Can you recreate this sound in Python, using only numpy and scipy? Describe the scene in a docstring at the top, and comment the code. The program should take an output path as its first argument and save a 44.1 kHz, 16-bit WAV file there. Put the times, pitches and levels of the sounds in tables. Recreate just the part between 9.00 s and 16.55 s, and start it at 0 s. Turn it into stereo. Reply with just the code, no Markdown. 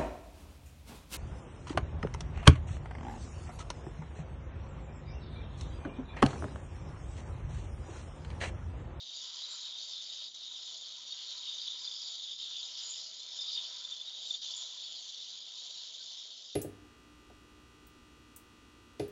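"""A ragged hiss full of tiny bursts comes first: liquid nitrogen sputters from a hose and boils off.
It rings a tank's narrow neck and the nozzle cavities, whose strengths shift as the hose moves.
Weakly, the tank's air column rings too. Now and then the flow chokes and snaps back.
Place: a ventilated lab. The jet and neck arrive direct, the fainter rest with a short room tail.
One microphone feeds both channels."""
import sys
import numpy as np
from scipy import signal
from scipy.fft import rfft, irfft, next_fast_len
from scipy.io import wavfile
from scipy.ndimage import uniform_filter1d, map_coordinates

SR = 44100
rng = np.random.default_rng(int(sys.argv[2]) if len(sys.argv) > 2 else 0)


def persist_wave(psi):
    """Save psi, clipped to +-1, as 16-bit WAV."""
    counts = np.round(np.clip(psi, -1, 1) * 32767).astype(np.int16)
    wavfile.write(sys.argv[1], SR, np.atleast_2d(counts).T)


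def magnitude_from_level(level_db):
    """Linear magnitude for a level in decibels (20 dB per decade)."""
    exponent = np.asarray(level_db, float) / 20
    return 10 ** exponent


N = 332955

# ventilation of the lab, spectral shape: pitch_hz, relative_db
VENTILATION_SHAPE = [(13, -46), (22, -17.5), (32, -19), (80, -8), (258, 0.5), (324, -5), (450, -5),
                     (580, -24), (990, -120)]
# gas pockets bursting in the liquid: start_s, level_db (before the swell and fade), pitch_hz, swell_s
BUBBLES = [(4.4792, -56, 1266, 0.01), (7.0, -56, 1540, 0.0073)]
# boiling heard below the hiss, spectral shape: pitch_hz, relative_db
BOIL_SHAPE = [(200, -29.5), (400, -9), (1000, -7.5), (1800, -6), (2600, -3), (3200, -12.5), (4000, -41.5)]
# resonances of the tank's air column: pitch_hz, width_hz, level_db
TANK_MODES = [(647, 160, 0.5), (996, 72, 2), (1310, 140, -3.5)]
# the flow through the hose: time_s, hiss_level_db, boil_level_db, lowest_tank_mode_level_db
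FLOW = [(0, -54, -75, -76.5), (.22, -46.5, -67, -76), (.5, -47, -64.5, -75), (.8, -48, -68, -74),
        (1.15, -48, -66.5, -74), (1.45, -50, -69.5, -77.5), (1.75, -48.5, -70, -72.5),
        (2.0, -50, -69.5, -75), (2.35, -47, -65, -74.5), (2.75, -48, -65.5, -75), (3.05, -47, -66.5, -73.5),
        (3.45, -48.5, -69, -75.5), (3.65, -47.5, -67, -72), (3.95, -45, -65.5, -74), (4.2, -49.5, -70, -74),
        (4.45, -47, -66, -72), (4.8, -48, -64.5, -72), (5.15, -52, -71.5, -76), (5.3, -46, -69, -72.5),
        (5.65, -46.5, -68, -73), (6.1, -49, -70, -75.5), (6.5, -49.5, -72, -75.5),
        (6.7, -47.5, -69.5, -73.5), (7.05, -48.5, -70.5, -75.5), (7.35, -52.5, -73.5, -76.5),
        (7.55, -52, -72.5, -76)]
# the flow chokes, then snaps back: return_s, length_s, depth_db
CHOKES = [(.094, 0.021, -0.5), (1.344, 0.079, -7), (3.385, 0.052, -4), (5.417, 0.059, -8),
          (6.443, 0.02, -2.5)]
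# ring of the neck cavity: time_s, level_db, pitch_hz
NECK_RING = [(0, -48, 3776), (.2, -49, 3720), (.36, -54.5, 3698), (.45, -50, 3963), (.62, -49, 3948),
             (.78, -46, 3680), (1.0, -46.5, 3697), (1.3, -49, 3800), (1.75, -47, 3602), (2.05, -51.5, 3705),
             (2.55, -44, 3675), (3.0, -46, 3630), (3.6, -44.5, 3618), (3.75, -52, 3658), (4.1, -61.5, 3560),
             (4.35, -51, 3578), (4.5, -41.5, 3680), (4.7, -47.5, 3540), (5.2, -48.5, 3651),
             (5.5, -46.5, 3585), (5.85, -48.5, 3535), (6.05, -53.5, 3563), (6.22, -49, 3594),
             (6.4, -53, 3516), (6.6, -51.5, 3806), (6.85, -52, 3738), (7.05, -51, 3600), (7.3, -54.5, 3706),
             (7.55, -54, 3578)]
# spurts that ring a cavity for a moment:
# time_s, level_db (before the swell and fade), pitch_hz, length_s
SPURTS = [(0.0942, -37, 3650, 0.0091), (0.435, -32, 4010, 0.021), (0.934, -34, 3630, 0.0088),
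          (2.122, -30.5, 3730, 0.017), (2.475, -29.5, 3676, 0.029), (2.5815, -34.5, 3655, 0.012),
          (2.6803, -28, 3400, 0.009), (2.8773, -25, 3530, 0.0093), (3.315, -31, 3650, 0.015),
          (3.3987, -36.5, 3200, 0.015), (3.458, -36, 3580, 0.022), (3.63, -33, 3820, 0.016),
          (3.754, -32, 3590, 0.0089), (4.13, -41, 3460, 0.009), (4.215, -36.5, 3540, 0.01),
          (4.3903, -26.5, 3613, 0.016), (4.415, -30, 3620, 0.013), (4.4792, -26.5, 3776, 0.021),
          (4.553, -28, 3680, 0.017), (4.576, -24, 3604, 0.012), (4.593, -29, 3600, 0.011),
          (4.85, -27.5, 3555, 0.012), (4.9208, -26.5, 3570, 0.014), (5.0, -35, 3540, 0.012),
          (5.014, -28, 3490, 0.0082), (5.074, -32.5, 3760, 0.025), (5.269, -33.5, 3810, 0.016),
          (5.3084, -20, 3555, 0.011), (5.3436, -25, 3560, 0.014), (5.5075, -28.5, 3460, 0.009),
          (5.539, -30, 3610, 0.0092), (5.6171, -33, 3490, 0.013), (5.7814, -34, 3530, 0.015),
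          (2.0994, -38.5, 4420, 0.032), (2.8045, -35, 4970, 0.02), (4.4069, -35, 5220, 0.021),
          (4.5296, -31, 4930, 0.017), (5.8342, -37.5, 4460, 0.028)]
# nozzle cavities: time_s, low_over_hiss_db, middle_over_hiss_db, middle_pitch_hz
NOZZLE = [(0, -7.5, -0.5, 4600), (.3, -7.5, -6.5, 4704), (.75, -11.5, -5, 4610), (1.05, -7, -5, 4600),
          (1.22, -8, -4, 4700), (1.4, -9, -8.5, 4675), (2.0, -10, -5.5, 4580), (2.45, -8, -4.5, 4514),
          (2.85, -11, -1, 4843), (3.05, -15.5, -2, 4708), (3.45, -6, -10, 4815), (4.0, -9.5, -3.5, 4970),
          (4.25, -14, -15, 4790), (4.36, -12.5, -0.5, 5100), (4.5, -5.5, 2, 4833), (4.66, -9, 0.5, 4525),
          (4.74, -10, -11, 4570), (5.15, -10.5, -4.5, 4620), (5.45, -6.5, -2.5, 4613),
          (5.7, -12, -14, 4554), (5.9, -12, -6.5, 4480), (6.4, -8.5, -5.5, 4720), (6.75, -10, -5, 4500),
          (7.1, -11.5, -10, 4700), (7.55, -8, -6, 4620)]
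# the high nozzle cavity whistles up: peak_s, swell_db, pitch_hz, half_length_s
WHISTLES = [(.52, 14.5, 7263, .04), (.88, 8, 7020, .06), (1.04, 6, 6920, .1), (1.7, 9.5, 6910, .1),
            (3.1, 7, 6970, .1), (3.6, 11, 6980, .1), (3.91, 17, 6960, .075), (4.391, 8.5, 6900, .05),
            (5.284, 9, 7150, .08), (5.44, 5, 6760, .03), (5.6, 10.5, 6980, .07)]
# broad hiss at the microphone, spectral shape: pitch_hz, relative_db
HISS_SHAPE = [(1180, -60.5), (2000, -31), (2650, -28.5), (3160, -5.5), (3650, -2), (4160, -4.5),
              (4700, -6.5), (5940, -10.5), (6880, -11), (7210, -15), (7460, -23), (7640, -26.5),
              (8100, -44), (10500, -81), (17800, -120)]


def unit(x):
    """Scales to rms 1."""
    return x / np.sqrt(np.mean(x ** 2) + 1e-20)


def curves(rows):
    """One value per sample for each column after the time."""
    time_s, *columns = np.transpose(rows)
    return [np.interp(np.arange(N) / SR, time_s, column) for column in columns]


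def wobble(rate):
    """A smooth random curve, rate knots a second."""
    knots = rng.standard_normal(int(N * rate / SR) + 4)
    return map_coordinates(knots, [np.arange(N) * rate / SR])


def drift(slow_db, fast_db):
    """A layer's own unsteadiness in dB."""
    return slow_db * wobble(3.3) + fast_db * wobble(14)


def filtered(x, response):
    """x times a response of frequency."""
    size = next_fast_len(N + 8192)
    return irfft(rfft(x, size) * response(np.fft.rfftfreq(size, 1 / SR)), size)[:N]


def colour(points):
    """Gain through (Hz, dB) points on a log frequency axis."""
    point_hz, db = np.transpose(points)
    return lambda hz: magnitude_from_level(np.interp(np.log(hz + 1), np.log(point_hz + 1), db))


def turbulence(ragged_db, patchy_db):
    """Noise that flutters at sputter speed, with patches of random gain over time and pitch."""
    spectrum = signal.stft(rng.standard_normal(N), nperseg=512)[2]
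    patches = uniform_filter1d(rng.standard_normal(spectrum.shape), size=5, axis=0)  # over pitch
    patches = uniform_filter1d(patches, size=10, axis=1)  # over time
    noise = signal.istft(spectrum * magnitude_from_level(patchy_db * unit(patches)), nperseg=512)[1][:N]
    return unit(noise * magnitude_from_level(ragged_db * wobble(250)))


def cavity(pitch_hz, width_hz, flutter_db):
    """Turbulence ringing in a cavity of moving pitch: narrow noise carried on that pitch."""
    phase = 2 * np.pi * np.cumsum(pitch_hz) / SR

    def resonance(hz):
        """Resonant skirt about the carrier, steeper far out."""
        return 1 / (1 + (2 * hz / width_hz) ** 2) / (1 + (hz / (3.1 * width_hz)) ** 4)

    in_phase, quadrature = (filtered(rng.standard_normal(N), resonance) for _ in range(2))
    ring = in_phase * np.cos(phase) + quadrature * np.sin(phase)
    return unit(ring * magnitude_from_level(flutter_db * wobble(40)))


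def ventilation():
    """Steady low air noise, random and shaped by frequency."""
    return magnitude_from_level(-81.5) * unit(filtered(rng.standard_normal(N), colour(VENTILATION_SHAPE)))


def lab(x):
    """The room answers faintly: a noise tail that fades 60 dB in 0.08 s."""
    t = np.arange(SR // 2) / SR
    tail = rng.standard_normal(len(t)) * magnitude_from_level(-60 * t / 0.08)
    answer = signal.fftconvolve(x, tail / np.linalg.norm(tail))[:N]
    return x + magnitude_from_level(-18) * answer


def bubbles():
    """Each burst pocket rings briefly at its own pitch."""
    t = np.arange(SR // 10) / SR
    out = np.zeros(N + len(t))
    for start_s, level_db, pitch_hz, swell_s in BUBBLES:
        u = t / swell_s
        ring = u * np.exp(-u) * np.sin(2 * np.pi * pitch_hz * t)
        out[round(start_s * SR):][:len(t)] += magnitude_from_level(level_db) * ring
    return out[:N]


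def air_column(hz):
    """Response of the tank's air column: resonances added to a direct path."""
    response = 0.69
    for pitch, width, level_db in TANK_MODES:
        damping = 1j * hz * width
        response = response + magnitude_from_level(level_db) * damping / (pitch * pitch - hz * hz + damping)
    return response


def tank(sputter):
    """Boiling rings the tank's air column at near-harmonic pitches; the lowest mode swells on its own."""
    boil = filtered(turbulence(ragged_db=1.0, patchy_db=1.5),
                    lambda hz: colour(BOIL_SHAPE)(hz) * air_column(hz))
    lowest = filtered(boil, colour([(800, -0.5), (900, -40.5)]))
    _, boil_db, lowest_db = curves(FLOW)
    lowest_db = lowest_db + drift(slow_db=0.14, fast_db=1.0)
    upper_db = boil_db + drift(slow_db=1.0, fast_db=0.98)
    modes = magnitude_from_level(lowest_db) * unit(lowest) + magnitude_from_level(upper_db) * unit(boil - lowest)
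    return magnitude_from_level(0.35 * sputter) * modes


def choke():
    """Gain that sags while the flow starves and jumps back at once."""
    t, db = np.arange(N) / SR, np.zeros(N)
    for return_s, length_s, depth_db in CHOKES:
        sag = np.clip(2 * (1 + (t - return_s) / length_s), 0, 1)  # full depth halfway through
        db += depth_db * sag * (t < return_s)
    return magnitude_from_level(db)


def spurts(ring_db):
    """Large and small spurts each ring a cavity as a short tone; ring_db is the neck's level curve."""
    count, loudest_db, spread_db = 500, 13, 9.5  # small spurts, levels over the neck's ring
    low_hz, high_hz, small_length_s = 3253, 4500, .0045
    when, pitch, size = rng.random((count, 3)).T
    when_s = .01 + when * (N / SR - .02)
    small_db = ring_db[(when_s * SR).astype(int)] + loudest_db - spread_db * size
    small_hz = low_hz + pitch ** 2 * (high_hz - low_hz)  # mostly near the low end
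    small = zip(when_s, small_db, small_hz, np.full(count, small_length_s))
    out = np.zeros(N + SR)
    phases = rng.uniform(0, 2 * np.pi, len(SPURTS) + count)
    for (time_s, level_db, pitch_hz, length_s), phase in zip([*SPURTS, *small], phases):
        t = np.arange(round(3 * length_s * SR)) / SR
        u = 5 * t / length_s
        swell = u * u * np.exp(-u)  # a soft swell, then a quick fade
        start = round((time_s - .003) * SR)  # the swell begins just ahead of the listed time
        out[start:][:len(t)] += magnitude_from_level(level_db) * swell * np.sin(2 * np.pi * pitch_hz * t + phase)
    return out[:N]


def neck(sputter):
    """The neck cavity rings all along and sings out at each spurt, large or small."""
    level_db, pitch_hz = curves(NECK_RING)
    wander_hz = pitch_hz + 60 * wobble(12)
    ring_db = level_db + drift(slow_db=0.27, fast_db=1.5) + 0.79 * sputter
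    ring = magnitude_from_level(ring_db) * cavity(wander_hz, width_hz=360, flutter_db=-0.07)
    return ring + spurts(level_db)


def whistle():
    """Swell in dB and pitch in Hz of the high cavity: a bell-shaped rise at each whistle."""
    rest_hz = 6830
    peak_s, swell_db, pitch_hz, half_length_s = np.transpose(WHISTLES)[:, :, None]
    bell = np.exp(-((np.arange(N) / SR - peak_s) / half_length_s) ** 2)
    return (swell_db * bell).sum(0), rest_hz + ((pitch_hz - rest_hz) * bell).sum(0)


def nozzle():
    """Three cavities around the nozzle ring with the jet, at levels relative to its hiss."""
    low_db, middle_db, middle_hz = curves(NOZZLE)
    swell_db, high_hz = whistle()
    low_db = low_db + drift(slow_db=1.5, fast_db=1.5)
    middle_db = middle_db + drift(slow_db=0.2, fast_db=1.0)
    high_db = -15.5 + swell_db + drift(slow_db=1.2, fast_db=2.0)
    low = magnitude_from_level(low_db) * cavity(np.full(N, 3155.0), width_hz=440, flutter_db=3.0)
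    middle = magnitude_from_level(middle_db) * cavity(middle_hz + 70 * wobble(6), width_hz=760, flutter_db=3.5)
    high = magnitude_from_level(high_db) * cavity(high_hz, width_hz=420, flutter_db=3.0)
    return low + middle + high


def spits():
    """Droplets flash to gas: sharp ticks of either sign with the colour of the hiss."""
    count, over_hiss_db, spread_db = 1600, -5.5, 5.5
    when, size = rng.random((count, 2)).T
    strength = np.sign(size - .5) * magnitude_from_level(4 * spread_db * abs(size - .5))
    ticks = np.bincount((when * N).astype(int), strength, N)
    return magnitude_from_level(over_hiss_db) * unit(filtered(ticks, colour(HISS_SHAPE)))


def jet(sputter):
    """Broad hiss of the boiling jet, its spits and the nozzle cavities, all driven by the flow."""
    flow_db = curves(FLOW)[0]
    noise = filtered(turbulence(ragged_db=2.0, patchy_db=3.0), colour(HISS_SHAPE))
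    hiss = magnitude_from_level(drift(slow_db=0.53, fast_db=0.08)) * unit(noise)
    return (hiss + spits() + nozzle()) * magnitude_from_level(flow_db + 0.26 * sputter)


def scene():
    """The jet's layers share its sputter and chokes over steady ventilation, on one microphone."""
    sputter = unit(wobble(12) + 1.8 * wobble(60))
    flow = choke()
    direct = flow * (jet(sputter) + neck(sputter))
    boiling = flow ** 1.17 * tank(sputter)  # the tank sinks 1.17 times as deep in dB
    mono = direct + lab(boiling + bubbles() + ventilation())
    return np.array([mono, mono])


def band_limit(x):
    """A steep low-pass at the top of the band."""
    return signal.sosfilt(signal.butter(12, 8610, fs=SR, output="sos"), x)


def record(dry):
    """The recorder cuts the deep bass and rolls the treble off steeply."""
    edge = colour([(20, -9.5), (60, 0.0), (7300, -1), (7700, -6.5), (8080, -21.5), (8200, -81.5)])
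    mix = np.array([filtered(channel, edge) for channel in dry])
    return band_limit(mix)


dry = scene()
out = record(dry)
persist_wave(out)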